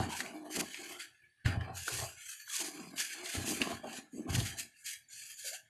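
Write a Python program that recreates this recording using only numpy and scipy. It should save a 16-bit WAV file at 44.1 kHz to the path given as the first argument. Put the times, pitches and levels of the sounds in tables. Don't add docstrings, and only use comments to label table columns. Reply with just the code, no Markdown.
import sys
import numpy as np
from scipy import signal
from scipy.fft import rfft, irfft, next_fast_len
from scipy.io import wavfile
from scipy.ndimage import uniform_filter1d, map_coordinates

SR = 44100
rng = np.random.default_rng(int(sys.argv[2]) if len(sys.argv) > 2 else 0)


def store_pcm(level_fs):
    pcm = np.round(np.clip(level_fs, -1, 1) * 32767).astype(np.int16)
    wavfile.write(sys.argv[1], SR, np.atleast_2d(pcm).T)


def nominal_scale(level):
    x = np.asarray(level, float) / 20
    return 10 ** x


N = 250926
T = np.arange(N) / SR
GESTURE_T = T[::64]
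FFT_SIZE = next_fast_len(N)
HZ = np.fft.rfftfreq(FFT_SIZE, 1 / SR)

# [pitch_hz, density_db per Hz, relative]
HUSH_COLOUR = [(30, -26), (102, -23.5), (600, -33), (1110, -31.5), (1690, -14), (4540, -26), (5300, -27.5),
               (10200, -24.5), (15000, -45)]
# [pitch_hz, width_hz, boost_db]
HUSH_WHISTLES = [(1715, 40, 11), (4540, 68, 14)]
# [full_level_s, held_s, fade_s per 20 dB (0.02 at least), level_db, first_pitch_hz, last_pitch_hz]
SHEET_WHOOSHES = [(2.511, 0.12, -1, -56.5, 1248, 840), (0.108, 0.044, -0.19, -44.5, 960, 888),
                  (3.842, 0.0086, 0.05, -44, 630, 623), (5.09, 0.27, 0.5, -59, 7000, 7030),
                  (5.45, 0.021, 0.08, -57, 560, 535.6), (5.52, 0.03, -0.58, -59, 590, 751)]
# [pitch_hz, gain_db, t60_s]
BODY_MODES = [(87.8, -0.5, 0.31), (114.5, 0.5, 0.14)]
PANEL_MODES = [(180, -11, 0.13), (238.3, -5.5, 0.044), (262.3, -5, 0.038), (310, -10, 0.26),
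               (347, -5, 0.079)]
DESK_MODES = [(435, -13.5, 0.018), (674, -12.5, 0.034), (770, -17, 0.054), (1050, -15, 0.016)]
# [full_level_s, held_s, panel_level_db, touched_panel_pitch_hz, desk_top_above_panel_db]
EDGE_DRAGS = [(0.0, 0.012, -41, 242, -3.5), (.2, 0.07, -49, 276, -2.5), (0.35, 0.16, -51, 310, -4.5),
              (0.565, 0.014, -42.5, 277.5, -6.5), (0.8, 0.17, -57.5, 353, -1), (1.466, 0.033, -41, 213, -9),
              (1.529, 0.14, -55.5, 214.6, 7.5), (1.885, 0.11, -60, 340, 10), (2.61, 0.075, -49, 318, -4.5),
              (2.755, 0.045, -49.5, 301, -14), (2.818, 0.021, -46.5, 173, -11.5),
              (2.9, 0.18, -61, 284, 1.5), (3.15, 0.15, -54.5, 361, 2.5), (3.361, .2, -42.5, 267, -5.5),
              (3.61, 0.01, -40, 251.6, 2), (3.709, 0.0064, -45, 234.5, -3.5),
              (3.849, 0.072, -48.5, 233, -0.5), (3.96, 0.029, -51.5, 266, -5.5),
              (4.144, 0.033, -46.5, 252.3, -21), (4.189, 0.018, -40, 255, -16.5),
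              (4.288, 0.1, -43, 208.4, -2.5), (4.5, 0.11, -60, 246.5, -10)]
# [full_level_s, held_s, level_db]
STACK_SHOVES = [(0.0, 0.013, -48), (1.462, 0.015, -35.5), (1.56, 0.064, -37), (1.72, 0.1, -50.5),
                (1.931, 0.091, -46.5), (3.383, 0.03, -40.5), (3.5, 0.11, -60), (3.742, 0.011, -55),
                (4.3, 0.12, -35), (4.47, 0.05, -49)]
# [start_s, peak_level_db, contact_ms (0.2 at least)]
STACK_KNOCKS = [(0.001, -28, 4.0), (0.575, -29.5, 1), (1.456, -18, 6.3), (1.573, -27, 3.7),
                (1.881, -42, 0.4), (3.352, -31.5, 0.96), (3.48, -30.5, 0.74), (3.531, -29.5, 0.6),
                (3.581, -37.5, 0.6), (3.612, -28, 1.2), (3.621, -24.5, 0.2), (3.707, -38, 1.1),
                (3.731, -36.5, 1.1), (3.986, -37.5, 0.5), (4.175, -40, 1.5), (4.207, -39.5, 0.6),
                (4.292, -32.5, 4), (4.346, -26, 3.5), (4.386, -30.5, 4.5)]
# [start_s, crack_level_db, pitch_hz]
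CREASE_SNAPS = [(0.204, -20.5, 1800), (0.2612, -31.5, 2370), (0.744, -27, 2420), (0.774, -33.5, 2320),
                (1.4602, -22.5, 1824), (1.609, -31, 1750), (1.8799, -25.5, 1440), (2.478, -38.5, 1500),
                (2.603, -29, 8460), (2.98, -28.5, 3040), (3.005, -20, 5500), (3.2584, -27, 3560),
                (3.6162, -15.5, 2620), (4.291, -38, 1590), (4.351, -24, 3020), (4.4012, -23.5, 3340),
                (4.586, -26, 6380)]
# [pitch_hz, density_db per Hz, relative]
PAPER_COLOUR = [(530, -63.5), (900, -52), (1170, -21), (1310, -9.5), (1680, 1), (3880, -10), (4470, -7.5),
                (5390, -6), (6510, -1), (12100, -9), (15000, -35.5)]
# [centre_hz, width_hz, gain_db per dB of streak depth]
FIXED_NOTCHES = [(1960, 130, -1.5), (3716, 250, -2.5), (5280, 300, -5.0)]
# [full_level_s, held_s, fade_s per 20 dB, rub_level_db, brightness_db]
SHEET_STROKES = [(0.0, 0.011, 0.22, -51, -1), (0.103, 0.014, 0.21, -47, 1), (0.172, 0.038, 0.043, -47, 3),
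                 (0.261, 0.011, 0.034, -57, 1.5), (.33, 0.22, 0.136, -63.5, 2),
                 (0.517, 0.041, 0.039, -49.5, 3), (0.562, 0.0087, 0.037, -44.5, 2.5),
                 (0.602, 0.0097, 0.0047, -39.5, 3.5), (0.653, 0.0087, 0.056, -53.5, 0),
                 (.69, 0.19, 0.3, -52.5, 1), (1.0, 0.015, 0.07, -50, 0), (1.457, 0.013, 0.11, -46.5, -3.5),
                 (1.61, 0.027, 0.71, -64.5, -4.5), (1.759, 0.074, 0.075, -51, 4), (1.881, 0.1, 0.2, -45, 4),
                 (2.214, 0.023, 0.79, -55, 1), (2.282, 0.0137, 0.24, -65.5, 16.5),
                 (2.495, 0.078, 0.091, -51, 3.5), (2.539, 0.078, 0.025, -44.5, 5),
                 (2.657, 0.0097, 0.08, -44.5, 4), (2.721, 0.02, 0.65, -57, 1.5),
                 (2.981, 0.034, 0.2, -44.5, 2.5), (3.1, 0.11, .1, -55, 0), (3.259, .1, 0.27, -46.5, 2),
                 (3.482, 0.013, 0.12, -43.5, 5.5), (3.581, 0.13, 0.12, -49.5, 0.5),
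                 (3.849, 0.085, 0.12, -58.5, -0.5), (3.928, 0.035, 0.085, -52.5, 2.5),
                 (4.129, 0.082, 0.054, -66.5, 9), (4.298, 0.06, 0.36, -50.5, 1.5),
                 (4.348, 0.013, 0.014, -41.5, 2.5), (4.396, 0.0064, 0.073, -43.5, 4),
                 (4.454, 0.019, 0.052, -43.5, 2), (4.593, 0.017, 0.031, -46.5, 4),
                 (4.779, 0.049, 0.14, -67.5, 7.5), (4.864, 0.038, 0.086, -46.5, 3.5),
                 (5.12, 0.21, 0.083, -56.5, 3.5), (5.393, 0.04, 0.04, -51.5, 4),
                 (5.464, 0.021, 0.057, -45, 4.5), (5.54, 0.007, 0.056, -48.5, 2.5)]

HUSH_DB = -62.5
HALL_DB, HALL_T60_S = -13, 0.42
WHOOSH_RISE_S = 0.012
DRAG_RISE_S, DRAG_FADE_S, DRAG_REST_DB = 0.024, 0.15, -84.5
SHOVE_RISE_S, SHOVE_FADE_S, SHOVE_REST_DB = 0.017, 0.085, -77
STROKE_RISE_S = 0.017
RISE_PER_HELD = 0.1
STROKE_REST_DB = -79
REST_BRIGHT_DB = -13.5
HOLLOW_PER_BRIGHT = -1.77
HOLLOW_LINGERS = 1.41
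HOLLOW_HZ, SHEEN_HZ = 2600, 5400
SIDE_DB = -32


def unit(x):
    return x / np.sqrt(np.mean(x ** 2))


def bandpass(x, low_hz, high_hz):
    return signal.sosfilt(signal.butter(2, [low_hz, high_hz], "band", fs=SR, output="sos"), x)


def colour(x, points, bumps=()):
    hz, db = np.transpose(points)
    gain_db = np.interp(np.log(HZ + 1), np.log(hz), db)
    for centre, width, peak_db in bumps:
        gain_db = gain_db + peak_db / (1 + (2 * (HZ - centre) / width) ** 2)
    return irfft(rfft(x, FFT_SIZE) * nominal_scale(gain_db), FFT_SIZE)[:N]


def walk(rate):
    k = int(SR / rate)
    steps = np.repeat(rng.standard_normal(N // k + 1), k)
    return unit(uniform_filter1d(steps, k)[:N])


def gestures(full_s, held, db, rise, fade):
    t = GESTURE_T - full_s[:, None]
    swell = np.log10(np.clip(1 + t / rise, 1e-9, 1))
    after_hold = np.maximum(t - np.maximum(held, 0)[:, None], 0)
    slope_db = 20 * (swell - after_hold / np.reshape(fade, (-1, 1)))
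    return nominal_scale(2 * np.maximum(db[:, None] + slope_db, -150))


def summed_db(power, rest_db):
    return np.interp(T, GESTURE_T, 10 * np.log10(power.sum(axis=0) + nominal_scale(2 * rest_db)))


def ring(force, modes):
    rows = []
    for hz, db, t60 in modes:
        pole = np.exp(2j * np.pi * hz / SR - np.log(1000) / (t60 * SR))
        rows.append(nominal_scale(db) * signal.lfilter([1], [1, -pole], force).real)
    return np.array(rows)


def fibres(rate, spread, share):
    size_db = spread * np.minimum(rng.exponential(size=N), 3)
    clicks = (rng.random(N) < rate / SR) * rng.standard_normal(N) * nominal_scale(size_db)
    hiss = rng.standard_normal(N)
    return np.sqrt(1 - share) * hiss + np.sqrt(share) * unit(clicks)


def hall_hush():
    return nominal_scale(HUSH_DB) * unit(colour(rng.standard_normal(N), HUSH_COLOUR, HUSH_WHISTLES))


def hall(x):
    t = T[:SR]
    tail = rng.standard_normal(SR) * np.exp(-np.log(1000) * t / HALL_T60_S) * (t > 0.012)
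    return nominal_scale(HALL_DB) * signal.fftconvolve(x, tail / np.sqrt(np.sum(tail ** 2)))[:N]


def whooshes():
    full_s, held, fade, db, first_hz, last_hz = np.transpose(SHEET_WHOOSHES)
    out = 0
    for k, power in enumerate(gestures(full_s, held, db, WHOOSH_RISE_S, np.maximum(fade, 0.02))):
        hz = np.interp(T, [full_s[k], full_s[k] + held[k]], [first_hz[k], last_hz[k]])
        tone = np.sin(2 * np.pi * np.cumsum(hz) / SR)
        flutter = unit(ring(rng.standard_normal(N), [(25.2, 0, 70 / first_hz[k])])[0])
        level = np.interp(T, GESTURE_T, np.sqrt(2 * power))
        out = out + level * flutter * tone
    return out


def drags(power, near_spot_db):
    above_db = np.transpose(EDGE_DRAGS)[4]
    panel_db = summed_db(power, DRAG_REST_DB)
    desk_db = summed_db(power * nominal_scale(2 * above_db[:, None]), DRAG_REST_DB)
    shove_power = gestures(*np.transpose(STACK_SHOVES), SHOVE_RISE_S, SHOVE_FADE_S)
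    boom_db = summed_db(shove_power, SHOVE_REST_DB)
    rough = fibres(rate=90, spread=1.5, share=0.35) * nominal_scale(3.5 * walk(25))
    panels = np.sum(ring(rough, PANEL_MODES) * nominal_scale(near_spot_db), axis=0)
    panels = panels / np.sqrt(np.sum(nominal_scale(2 * near_spot_db), axis=0))
    desk = sum(mode * nominal_scale(4 * walk(12)) for mode in ring(rough, DESK_MODES))
    body = ring(rough, BODY_MODES).sum(axis=0)
    return (nominal_scale(panel_db) * unit(bandpass(panels, 140, 480))
            + nominal_scale(desk_db) * unit(bandpass(desk, 420, 1300))
            + nominal_scale(boom_db) * unit(bandpass(body, 50, 150)))


def knocks(near_spot_db):
    struck = ring(signal.unit_impulse(SR // 2), BODY_MODES + DESK_MODES + PANEL_MODES)
    out = np.zeros(2 * N)
    for s, db, ms in STACK_KNOCKS:
        start = int(s * SR)
        body_weight = np.full(len(BODY_MODES), (ms / 3.5) ** 2)
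        panel_weight = 2 * nominal_scale(near_spot_db[:, start] / 2)
        weights = np.r_[body_weight, np.ones(len(DESK_MODES)), panel_weight]
        push = np.hanning(int(max(ms, 0.2) * SR / 1000) + 2)
        blow = np.convolve(weights @ struck, push)
        out[start:][:len(blow)] -= nominal_scale(db) * blow / np.abs(blow).max()
    return signal.sosfilt(signal.butter(1, 28, "high", fs=SR, output="sos"), out[:N])


def lectern():
    full_s, held, db, hz, _ = np.transpose(EDGE_DRAGS)
    power = gestures(full_s, held, db, DRAG_RISE_S, DRAG_FADE_S)
    spot_hz = np.interp(T, GESTURE_T, hz @ power / power.sum(axis=0))
    near_spot_db = -55 * np.abs(np.log2(spot_hz / np.array(PANEL_MODES)[:, :1]))
    return drags(power, near_spot_db) + knocks(near_spot_db)


def snaps():
    out, t = np.zeros(N + 2048), np.arange(2048) / SR
    for s, db, hz in CREASE_SNAPS:
        noise = rng.standard_normal(2048)
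        rise = 1 - np.exp(-t / 0.00068)
        crack = np.sin(2 * np.pi * hz * t) * np.exp(-(t * hz / 4.8) ** 2)
        click = nominal_scale(-7) * noise * np.exp(-t / 0.0019)
        spray = ring(noise, [(hz, -20, 6.5 / hz)])[0] * np.exp(-t / 0.009)
        out[int(s * SR):][:2048] += nominal_scale(db) * rise * (crack + click + spray)
    return bandpass(out[:N], 800, 8000)


def stroke_levels():
    full_s, held, fade, db, bright_db = np.transpose(SHEET_STROKES)
    rise = (STROKE_RISE_S * nominal_scale(bright_db) + RISE_PER_HELD * held)[:, None]

    def part(above_db, lingers, rest_above_db):
        power = gestures(full_s, held, db + above_db, rise, fade * lingers)
        return summed_db(power, STROKE_REST_DB + rest_above_db)

    hollow_db = part(HOLLOW_PER_BRIGHT * bright_db, HOLLOW_LINGERS, -REST_BRIGHT_DB)
    return hollow_db, part(0, 1, 0), part(bright_db, 1, REST_BRIGHT_DB)


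def streaks(shape):
    bands = rng.standard_normal(shape)
    for _ in range(2):
        bands = uniform_filter1d(uniform_filter1d(bands, size=4, axis=0), size=10, axis=1)
    drift_bins = 6 * walk(3)[::256]
    rows, columns = np.indices(shape)
    rows = rows + np.interp(columns, np.arange(len(drift_bins)), drift_bins)
    return unit(map_coordinates(bands, [rows, columns], order=1, mode="mirror"))


def sheets():
    hollow_db, rub_db, sheen_db = stroke_levels()
    paper = colour(fibres(rate=1800, spread=3.2, share=0.2), PAPER_COLOUR)
    hz, s, frames = signal.stft(paper, SR, nperseg=1024, noverlap=768)
    depth_db = np.clip(2.2 + 0.26 * (-45.5 - np.interp(s, T, rub_db)), 1.5, 7)
    notches = sum(deep / (1 + (2 * (hz - centre) / width) ** 2) for centre, width, deep in FIXED_NOTCHES)
    hollow = 1 / (1 + (hz[:, None] / HOLLOW_HZ) ** 6)
    sheen = hz[:, None] > SHEEN_HZ
    bands = streaks(frames.shape) * np.where(sheen, 0.55, 0.75)
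    frames = frames * nominal_scale((bands + notches[:, None]) * depth_db)
    parts = [(hollow * ~sheen, hollow_db), ((1 - hollow) * ~sheen, rub_db), (sheen, sheen_db)]
    total = 0
    for share, part_db in parts:
        part = frames * share
        part = part / np.sqrt(uniform_filter1d(np.mean(np.abs(part) ** 2, axis=0), size=15))
        total = total + nominal_scale(part_db) * unit(signal.istft(part, nperseg=1024, noverlap=768)[1][:N])
    return nominal_scale(1.6 * walk(35) + 1.5 * walk(120)) * total


def scene():
    near = sheets() + snaps() + lectern() + whooshes()
    hush = hall_hush()
    return np.tile(near + hall(near) + hush, (2, 1))


def suppress(x, over_db=5, floor_db=-25.2):
    _, _, frames = signal.stft(x, nperseg=768, noverlap=576)
    raw = np.abs(frames) ** 2
    power = uniform_filter1d(uniform_filter1d(raw, size=2, axis=0), size=9, axis=1, origin=4)
    quick = uniform_filter1d(raw, size=3, axis=0)
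    quiet = uniform_filter1d(np.percentile(power, 15, axis=1, keepdims=True), size=9, axis=0)
    quiet = quiet * nominal_scale(2 * over_db)
    power = np.maximum(power, 0.11 * quick)
    gain = np.maximum((power / (power + quiet)) ** 0.84, nominal_scale(floor_db))
    return signal.istft(frames * gain, nperseg=768, noverlap=576)[1][:N]


def band_limit(x):
    return signal.sosfilt(signal.butter(12, 15170, fs=SR, output="sos"), x)


def record(dry):
    mid = suppress(dry[0])
    mid = signal.sosfilt(signal.ellip(8, 0.3, 70, 14800, fs=SR, output="sos"), mid)
    treble = signal.sosfilt(signal.ellip(10, 0.5, 70, 5700, "high", fs=SR, output="sos"), mid)
    side = nominal_scale(SIDE_DB) * treble * walk(22)
    mix = np.array([mid + side, mid - side])
    return band_limit(mix)


dry = scene()
out = record(dry)
store_pcm(out)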